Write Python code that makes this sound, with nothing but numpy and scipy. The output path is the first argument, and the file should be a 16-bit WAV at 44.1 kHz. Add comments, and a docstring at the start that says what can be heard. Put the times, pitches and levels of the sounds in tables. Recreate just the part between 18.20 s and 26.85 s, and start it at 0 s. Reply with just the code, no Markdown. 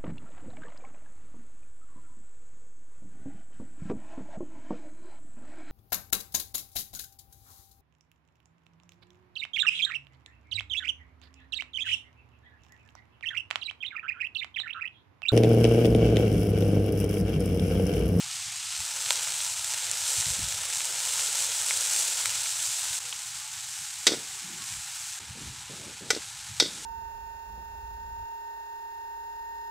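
"""Meat sizzles in a steel wok over a wood fire outdoors, near a mono microphone: dense random bursts, coloured
stage by stage. Sauce is poured in, flares, gurgles and spits as damped swings; later the sizzle steps down
twice. A metal spatula knocks three times as clusters of ringing modes; the cook shuffles and scrapes in noise.
Below, the fire and a breeze rumble as low noise, and a few soft gliding tones come from far away."""
import sys
import numpy as np
from scipy import signal
from scipy.fft import rfft, irfft, next_fast_len
from scipy.io import wavfile
from scipy.ndimage import map_coordinates

SR = 44100
rng = np.random.default_rng(int(sys.argv[2]) if len(sys.argv) > 2 else 0)


def digitize_waveform(pressure):
    """Quantize a signal to 16-bit integers and store it at the path in sys.argv[1].

    Rows of a 2-D input are taken as channels; values are limited to [-1, 1].
    """
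    field = np.atleast_2d(pressure).T
    bounded = np.clip(field, -1, 1)
    quanta = np.round(bounded * 32767).astype(np.int16)
    wavfile.write(sys.argv[1], SR, quanta)


N = 381453


def amp(db):
    """Decibels to gain."""
    return 10 ** (np.asarray(db) / 20)


def unit(x):
    """x at rms 1."""
    return x / np.sqrt(np.mean(x ** 2) + 1e-20)


def wobble(rate):
    """A smooth random curve, rate knots a second."""
    knots = rng.standard_normal(int(N * rate / SR) + 4)
    return map_coordinates(knots, [np.arange(N) * rate / SR])


def filtered(x, response):
    """x times a response of frequency."""
    m = next_fast_len(N + SR // 2)
    return irfft(rfft(x, m) * response(np.fft.rfftfreq(m, 1 / SR)), m)[:N]


def high_pass(x, hz, order=4):
    """x without its lows."""
    return signal.sosfilt(signal.butter(order, hz, "highpass", fs=SR, output="sos"), x)


def coloured(x, points, size=4096):
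    """x through a causal filter of unit energy shaped by (Hz, dB) points."""
    hz, db = np.transpose(points)
    gain = amp(np.interp(np.log(np.fft.rfftfreq(size, 1 / SR) + 1), np.log(hz), db))
    # Folding the cepstrum forward gathers the pulse at its onset (minimum phase)
    cepstrum = irfft(np.log(gain))
    cepstrum[1:size // 2] *= 2
    cepstrum[size // 2 + 1:] = 0
    pulse = irfft(np.exp(rfft(cepstrum)))
    return signal.fftconvolve(x, pulse / np.linalg.norm(pulse))[:len(x)]


def add(track, s, sound):
    """Mix a sound into the track at time s."""
    part = track[round(s * SR):][:len(sound)]
    part += sound[:len(part)]


def bursts(rate, spread_db, limit_db):
    """Random impulses, rate a second, of rms 1: many small ones, a few large."""
    count = int(rate * N / SR)
    when, chance, sign = rng.random((count, 3)).T
    size_db = np.minimum(-spread_db * np.log(1 - chance), limit_db)
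    impulses = amp(size_db) * np.sign(sign - .5)
    return unit(np.bincount((when * N).astype(int), impulses, N))


def blips(rows, rise):
    """Damped swings (start_s, peak_db, pitch_hz, ringing_cycles) that swell over `rise` cycles."""
    out = np.zeros(N)
    for s, db, hz, cycles in rows:
        turns = np.arange(0, cycles, hz / SR)
        decay = amp(-60 * turns / cycles)
        swing = np.sin(2 * np.pi * turns) * decay * (1 - np.exp(-turns / rise))
        add(out, s, amp(db) * swing / np.abs(swing).max())
    return out


def swells(rows, attack_s, fall_db_per_s):
    """Sum of envelopes (start_s, length_s, height) that rise, hold and die away after their length."""
    t = np.arange(N) / SR
    total = np.zeros(N)
    for s, length, height in rows:
        rise = np.clip((t - s) / attack_s, 0, 1)
        fall = amp(-fall_db_per_s * np.maximum(t - s - length, 0))
        total += height * rise * fall
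    return total


def swells_db(rows, attack_s, fall_db_per_s):
    """The same for rows (start_s, length_s, level_db)."""
    return swells([(s, length, amp(db)) for s, length, db in rows], attack_s, fall_db_per_s)


def sizzle():
    """Countless steam bubbles burst in the oil; sparser, larger ones spit on top. Each stage fades in."""
    # Frying, pouring, then two quieter spans, the level stepping down as each begins: start_s, fade_in_s,
    # sizzle_db, # sizzle_drift_db_per_s, bubbling_db, spatter_db (against the fizz, at the start of the stage)
    stages = [(0, 0.00084, -36.5, 0, -45, -12.5), (.52, 0.15, -33.5, 0.23, -43.5, -6),
              (4.79, 0.0034, -37.5, -1.37, -47.5, -10), (6.99, 0.0043, -44.5, 0.6, -49, -11)]
    # Colour of each stage before its lows and hiss are levelled: frequency_hz, level_db (per Hz)
    fry_tone = [(300, -39), (560, -34.5), (740, -9.5), (1100, -12.5), (1900, -5), (2800, -3), (5500, -3),
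                (7600, -0.5), (8700, -3.5), (10000, -11), (12500, -20), (15500, -26)]
    pour_tone = [(250, -55), (400, -32.5), (600, -18.5), (740, -14.5), (920, -9), (1120, -17.5),
                 (1450, -10), (2300, -9), (3600, -5), (5000, -5.5), (6500, -2.5), (7700, 1), (9500, -7),
                 (12500, -18), (15500, -22)]
    third_tone = [(300, -40), (640, -24.5), (800, -10), (1150, -16), (1600, -8.5), (2500, -9), (3700, -7),
                  (5200, -7), (7700, -1.5), (9500, -9.5), (12500, -20), (15500, -24.5)]
    fourth_tone = [(300, -26), (640, -24), (820, -6), (1150, -14), (1600, -7), (2500, -7.5), (3800, -4.5),
                   (5200, -5.5), (7700, -1.5), (9500, -8.5), (12500, -20), (15500, -28)]
    # Liquid runs onto hot steel and the sizzle flares: start_s, length_s, rise_db
    flares = [(1.4, 0.068, 1.5), (1.74, 0.26, 4), (2.66, 1.3, 3), (3.55, 0.27, 3.5), (4.2, 0.39, 2),
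              (6.38, 0.58, 2.5), (8.04, 0.71, 2)]
    spatter_dies_db_per_s = 0.5  # within each stage
    bubbles_follow, middle_follows = 0.24, 0.6  # shares of a flare that large and middling bubbles take
    pool_lift_db = 2.5  # the large bubbles grow by this much at the fullest boil

    t = np.arange(N) / SR
    starts, *_, spatters = np.transpose(stages)
    stage = np.searchsorted(starts[1:], t)
    spatter_db = spatters[stage] - spatter_dies_db_per_s * (t - starts[stage])
    fizz_flicker = amp(0.24 * wobble(45) + 0.78 * wobble(220))
    fizz = bursts(rate=14000, spread_db=3.5, limit_db=8.0) * fizz_flicker
    spit = bursts(rate=350, spread_db=6, limit_db=16) * amp(spatter_db + wobble(25))
    steam = filtered(fizz + bowl(spit, echo_db=-6.0, t60=0.024), wok_colour)
    plinks = amp(-11.0) * ringing_bubbles(rate=220, centre_hz=1702, octaves=2.113, spread_db=19, cycles=82)

    flare_db = swells(flares, attack_s=.18, fall_db_per_s=85) + 0.62 * wobble(8)
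    boil = pool()
    flicker = amp(0.6 * wobble(20))
    large_gain = amp(bubbles_follow * flare_db + pool_lift_db * boil / boil.max() + 0.32 * wobble(35))

    out = np.zeros(N)
    tones = [fry_tone, pour_tone, third_tone, fourth_tone]
    for (start, fade_s, sizzle_db, drift, bubble_db, _), tone in zip(stages, tones):
        frying = coloured(steam, tone)
        low = filtered(frying, lambda hz: 1 / (1 + (hz / 3400) ** 4))  # large bubbles sound low
        hiss = unit(frying - low)
        middle = filtered(hiss, lambda hz: 1 / (1 + (hz / 5600) ** 6))
        fine = hiss - middle
        flaring = amp(middle_follows * flare_db) * middle + amp(flare_db) * fine  # the finest flare most
        small = amp(sizzle_db + drift * (t - start)) * flicker * flaring
        large = amp(bubble_db) * large_gain * unit(unit(low) + plinks)
        share = np.clip((t - start) / fade_s, 0, 1)
        out = (1 - share) * out + share * (small + large)
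    return out


def wok_colour(hz):
    """The bowl strengthens some frequencies and hollows out others."""
    # Peaks and hollows of the bowl of the wok: centre_hz, width_hz, level_db
    wok_modes = [(1327, 160, 2.5), (1580, 69, -1), (1800, 78, -0.5), (1943, 130, -3.5), (2370, 63, 0),
                 (3070, 59, 1.8), (3140, 89, -2), (3470, 98, 0.5), (3900, 83, 1), (4392, 120, -0.5),
                 (5110, 120, 1)]
    return amp(sum(db * np.exp(-((hz - centre) / width) ** 2) for centre, width, db in wok_modes))


def bowl(x, echo_db, t60):
    """The curved wall of the wok throws back a brief scatter."""
    t = np.arange(SR // 20) / SR
    scatter = rng.standard_normal(len(t)) * amp(-60 * t / t60)
    return x + amp(echo_db) * signal.fftconvolve(x, scatter / np.linalg.norm(scatter))[:N]


def ringing_bubbles(rate, centre_hz, octaves, spread_db, cycles):
    """Larger bubbles that each ring briefly at their own pitch, rms 1."""
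    when, size, pitch, life = rng.random((int(rate * N / SR), 4)).T
    hz = centre_hz * 2 ** (octaves * (pitch - .5))
    db = spread_db * size + 10 * np.log10(hz / centre_hz)  # high ones are shorter, but as strong
    rows = np.transpose([when * N / SR, db, hz, cycles * (.5 + life)])
    return unit(high_pass(blips(rows, rise=1.7), 800))


def pool():
    """Gain of the boiling sauce, which gathers in the bottom and steams off."""
    # Sauce pools and boils: start_s, length_s, level_db
    pools = [(.68, 0.34, -57.5), (1.4, 1.12, -61.5), (2.55, 1.56, -58.5), (4.4, 0.51, -71.5)]
    return swells_db(pools, attack_s=0.28, fall_db_per_s=68)


def gurgle():
    """The pool of fresh sauce boils in low bubbles, some of which ring, until it has steamed off."""
    # Colour of the low froth: frequency_hz, level_db (per Hz)
    gurgle_tone = [(220, -16.5), (320, -22), (420, 1.5), (560, 7), (700, -2.5), (1000, -31)]
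    glugs_per_s, glug_hz, glug_cycles = 32, 479, 34  # pitch is the centre of an octave
    glug_db = -10  # against the froth

    froth = coloured(bursts(rate=700, spread_db=3.5, limit_db=13), gurgle_tone)
    when, size, pitch = rng.random((int(glugs_per_s * N / SR), 3)).T
    rows = [(s * N / SR, 12 * loudness, glug_hz * 2 ** (octave - .5), glug_cycles)
            for s, loudness, octave in zip(when, size, pitch)]
    glugs = unit(blips(rows, rise=1.7))
    return pool() * amp(2.2 * wobble(14)) * (froth + amp(glug_db) * glugs)


def pops():
    """Droplets of sauce explode in the hot oil as damped swings: set ones and random others."""
    # Droplets bursting at set times: start_s, peak_db (before the bowl's scatter), pitch_hz, ringing_cycles
    set_pops = [(.8615, -15, 3800, 5), (.9067, -2, 3500, 3), (.9070, -5, 7200, 5), (.9085, -22, 750, 2),
                (.9575, -13, 7700, 8), (.9755, -14, 5500, 4), (1.073, -23, 1500, 3),
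                (1.0855, -23, 2200, 3), (1.205, -16, 3800, 5), (1.4454, -12, 7500, 9),
                (1.5372, -13, 6000, 6), (1.542, -24, 1900, 4), (1.7143, -8.5, 7500, 12),
                (1.8659, -16, 4200, 5), (2.0264, -23, 2000, 4), (2.0582, -16, 4400, 5),
                (2.6058, -20, 2600, 6), (2.6546, -12, 7700, 9), (2.8737, -23, 1800, 4),
                (2.9926, -22, 2100, 4), (3.5088, -14, 2200, 8), (3.5735, -13, 7600, 11),
                (3.6085, -11, 7800, 8), (4.0568, -20.5, 1900, 8), (4.0575, -13, 3600, 5),
                (4.0583, -6.5, 7200, 6), (4.2607, -24, 2300, 6), (4.6545, -26, 1800, 4),
                (4.9272, -19, 3200, 16), (4.9278, -29, 1150, 2.5)]
    # Further droplets burst at random while the sauce is poured
    first, last = .85, 4.3  # s
    droplets_per_s = 5
    droplet_db, droplet_hz, droplet_cycles = -17, 7000, 7  # centres of the random level and pitch

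    when, size, pitch = rng.random((int(droplets_per_s * (last - first)), 3)).T
    times = first + (last - first) * when
    levels_db = droplet_db + 6 * (size - .5)
    pitches_hz = droplet_hz * 2 ** (.5 * (pitch - .5))
    droplets = [(s, db, hz, droplet_cycles) for s, db, hz in zip(times, levels_db, pitches_hz)]
    snaps = blips(list(set_pops) + droplets, rise=.2)
    return high_pass(bowl(snaps, echo_db=-12, t60=.02), 600, order=4)


def spatula():
    """Each knock chatters in a few quick contacts; the blade rebounds with dull jolts and a faint rattle."""
    # Contacts, a few to each knock: start_s, crack_db, steel_ring_db, dull_knock_db,
    # ring_tilt_db_per_octave, hand_damping_db_per_s
    knocks = [(5.8678, -13, -16, -22, 0, 90), (5.8703, -16, -13, -35, -2, 110),
              (5.8768, -18.5, -21, -26, -3, 90), (5.903, -38, -33, -38, 0, 20),
              (5.926, -38, -28, -41, -2, 60), (7.9040, -18.5, -38, -16, 6, 90),
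              (7.9067, -21, -24, -20.5, 16, 90), (7.9482, -37, -32, -55, 9, 200),
              (8.3993, -17.5, -12.5, -22.5, -6, 20), (8.401, -23, -13, -28, 4, 20),
              (8.4233, -29, -30, -33, 2, 20), (8.460, -51, -33, -48, -12, 20)]
    # Dull jolts after each knock: start_s, peak_db (before the echo), pitch_hz
    rebounds = [(5.880, -27, 380), (5.892, -24, 360), (5.910, -29, 300), (5.9195, -19.5, 330),
                (5.936, -24, 400), (5.9445, -29, 410), (5.972, -35, 290), (7.932, -26, 370),
                (7.948, -35, 400), (7.964, -26, 400), (7.9725, -29, 300), (8.413, -30, 380),
                (8.4235, -19, 370), (8.440, -32, 300), (8.458, -31, 330)]
    # One rattle against its jolt: crack_db, steel_ring_db, dull_knock_db
    rattle_db = (-16, -15, -13)

    out = np.zeros(N)
    for s, *blow in knocks:
        add(out, s, contact(*blow))
    for s, db, _ in rebounds:
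        add(out, s, amp(db) * contact(*rattle_db))
    jolts = blips([(s, db, hz, 5.5) for s, db, hz in rebounds], rise=0.18)  # 5.5 ringing cycles each
    return high_pass(out + bowl(jolts, echo_db=-9, t60=.09), 166, order=2)


def contact(crack_db, steel_db, block_db, tilt_db=0, grip_db_per_s=0):
    """One touch cracks and rings the blade, which the hand damps; the spot struck tilts the ring."""
    # Colour of the crack: frequency_hz, level_db (per Hz)
    crack_tone = [(200, -11), (500, 2), (1000, -5), (2000, 0.5), (3200, 0.5), (5000, 2), (8000, 1),
                  (9500, -8), (15000, -22.5)]
    # Clusters of close modes of the blade: frequency_hz, level_db, t60_s (before the damping below)
    steel_modes = [(3350, -2, .32), (3550, -1, .38), (3720, 1, .36), (3850, -1, .32), (4250, -4, .3),
                   (4460, 0, .3), (4720, -1, .3), (4920, 0, .3), (5220, -2, .28), (5410, -1, .28),
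                   (5680, -3, .3), (5990, -5, .27), (6340, -12, .2), (7450, -14, .16)]
    # Short resonances of what it strikes: frequency_hz, level_db, t60_s
    block_modes = [(327, -5, .05), (435, 3, 0.043), (500, 1, .035), (760, -2, 0.035), (1290, -3, .045),
                   (1460, 4.5, .045), (1978, 5, .055), (2315, 3, .05), (3150, 4, .025), (5270, 0, .06),
                   (6150, 4.5, 0.069), (7550, 0.5, .06), (7820, -5, 0.054), (8280, 1, .05)]

    t = np.arange(SR // 3) / SR
    attack = 1 - np.exp(-t / 0.00024)
    decay = amp(-60 * t / 0.03) + amp(-19.5 - 60 * t / 0.45)  # the blow, then the yard's answer
    crack = coloured(rng.standard_normal(len(t)) * decay, crack_tone)
    lowest_hz = steel_modes[0][0]
    tilted = [(hz, db + tilt_db * np.log2(hz / lowest_hz), t60) for hz, db, t60 in steel_modes]
    blade = ring(tilted, t, spread_db=2, detune=.026, count=10)
    damping = amp(-60 * t / 0.036) + amp(-14.0 - grip_db_per_s * t)  # a quick drop, then a fainter tail
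    block = ring(block_modes, t, spread_db=2, detune=0.012, count=2)
    return attack * (amp(crack_db) * crack + amp(steel_db) * blade * damping + amp(block_db) * block)


def ring(modes, t, spread_db, detune, count):
    """Clusters of count close modes struck at new strengths, rms 1 at the start."""
    hz, db, t60 = np.repeat(modes, count, axis=0).T[:, :, None]
    hz = hz * (1 + detune * rng.uniform(-1.1, 1, hz.shape))
    strength = amp(db + spread_db * rng.standard_normal(hz.shape))
    waves = np.sin(2 * np.pi * (hz * t + rng.random(hz.shape))) * amp(-60 * t / t60)
    return (strength * waves).sum(0) / np.sqrt(np.sum(strength ** 2) / 2)


def shuffling():
    """Soft bumps as the cook shuffles: grainy bursts, each muffled above its own edge."""
    # Colour of the scuffing: frequency_hz, level_db (per Hz)
    shuffle_tone = [(70, -18), (130, 1), (200, 1), (350, -1.5), (500, -2), (650, -5.5), (1500, -48)]
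    # Bumps: start_s, length_s, level_db, upper_edge_hz
    shuffles = [(5.927, 0.05, -49, 700), (6.992, 0.0097, -54.5, 600), (7.147, 0.045, -49, 395),
                (7.25, 0.073, -57, 330), (7.491, 0.05, -48.5, 716), (7.59, .03, -49.5, 720),
                (7.645, .025, -53, 620), (7.805, 0.043, -48, 620), (8.426, .03, -46, 700),
                (8.5, 0.11, -57, 450)]

    grains = bursts(rate=1500, spread_db=2.0, limit_db=10)
    scuff = amp(1.2 * wobble(30)) * coloured(grains, shuffle_tone)
    steps = np.zeros(N)
    for s, length, db, edge_hz in shuffles:
        muffled = unit(filtered(scuff, lambda hz: 1 / np.hypot(1, (hz / edge_hz) ** 3)))
        steps += swells_db([(s, length, db)], attack_s=0.0098, fall_db_per_s=165) * muffled
    return steps


def scrape():
    """A low, even scrape of coloured noise as the cook shifts."""
    # The one scrape: start_s, length_s, level_db
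    rub_swell = (6.21, 0.17, -52.5)
    # Its colour: frequency_hz, level_db (per Hz)
    rub_tone = [(90, -26), (145, -5), (180, 0.5), (215, -5), (270, -14), (360, -8), (440, -27), (900, -40)]
    envelope = swells_db([rub_swell], attack_s=0.022, fall_db_per_s=140)
    return envelope * coloured(rng.standard_normal(N), rub_tone)


def fire():
    """The wood fire rumbles as low noise of unsteady level."""
    # Colour of the rumble: frequency_hz, level_db (per Hz)
    rumble_tone = [(20, -29), (40, -9), (70, 0), (125, 4), (170, -4.5), (230, -18), (330, -41), (600, -36)]
    return amp(-62.5 + 2.4 * wobble(23)) * coloured(rng.standard_normal(N), rumble_tone)


def breeze():
    """Air puffs on the microphone: swells of low noise, with low damped thumps among them."""
    # Gusts: start_s, length_s, level_db
    gusts = [(.26, 0.015, -54), (.58, .03, -50), (1.968, 0.017, -44), (2.055, 0.061, -45.5),
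             (2.165, 0.075, -41), (2.26, 0.16, -54.5), (4.69, 0.023, -54), (6.49, 0.09, -51),
             (7.0, 1.65, -61), (7.085, 0.022, -44.5), (7.21, 0.1, -47), (8.29, 0.023, -45)]
    # Colour of the puffing air: frequency_hz, level_db (per Hz)
    buffet_tone = [(25, -25), (50, -7), (80, -1), (130, -4.5), (200, -16), (400, -45.5)]
    # Low thumps among the gusts: start_s, peak_db, pitch_hz
    gust_thumps = [(1.98, -39, 85), (2.066, -38, 100), (2.102, -36, 75), (2.19, -31, 120),
                   (2.195, -39, 270)]
    envelope = swells_db(gusts, attack_s=0.0087, fall_db_per_s=340)
    air = envelope * coloured(rng.standard_normal(N), buffet_tone)
    thumps = blips([(s, db, hz, 5) for s, db, hz in gust_thumps], rise=.3)  # 5 ringing cycles each
    return air + thumps


def far_tones():
    """A few soft, wavering tones carry from far away: gliding sines that flutter in level."""
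    # Faint tones: start_s, length_s, start_hz, end_hz, level_db (before the flutter)
    faint_tones = [(4.802, 0.15, 510, 480, -57), (5.17, 0.22, 835, 900, -53), (6.09, 0.12, 395, 380, -62),
                   (6.38, 0.092, 1140, 1050, -51)]
    out = np.zeros(N)
    for s, length, start_hz, end_hz, db in faint_tones:
        glide = np.linspace(start_hz, end_hz, int(length * SR))
        hz = glide * (1 + 0.011 * wobble(66)[:len(glide)])
        flutter = amp(2.5 * wobble(45)[:len(hz)])
        tone = np.sin(2 * np.pi * np.cumsum(hz) / SR)
        add(out, s, amp(db) * flutter * np.hanning(len(hz)) * tone)
    return out


def dips():
    """Gain that drops out at once and comes straight back: the level dips briefly."""
    dip_times_s, recovery_s = (4.7905, 6.9905), .013
    t = np.arange(N) / SR
    gains = [np.where(t < s, 1, np.minimum((t - s) / recovery_s, 1)) for s in dip_times_s]
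    return np.prod(gains, axis=0)


def scene():
    """Everything reaches one microphone."""
    pan = sizzle() + gurgle() + pops()
    surroundings = high_pass(shuffling() + scrape() + fire() + breeze(), 39, order=2)
    mono = dips() * (pan + spatula() + surroundings + far_tones())
    return np.array([mono, mono])


def record(dry):
    """The recorder rounds off the tallest peaks and keeps nothing above its band limit."""
    top_hz = 15650
    rounded = dry / (1 + np.abs(dry / .85) ** 6) ** (1 / 6)
    return np.array([filtered(channel, lambda hz: hz < top_hz) for channel in rounded])


dry = scene()
out = record(dry)
digitize_waveform(out)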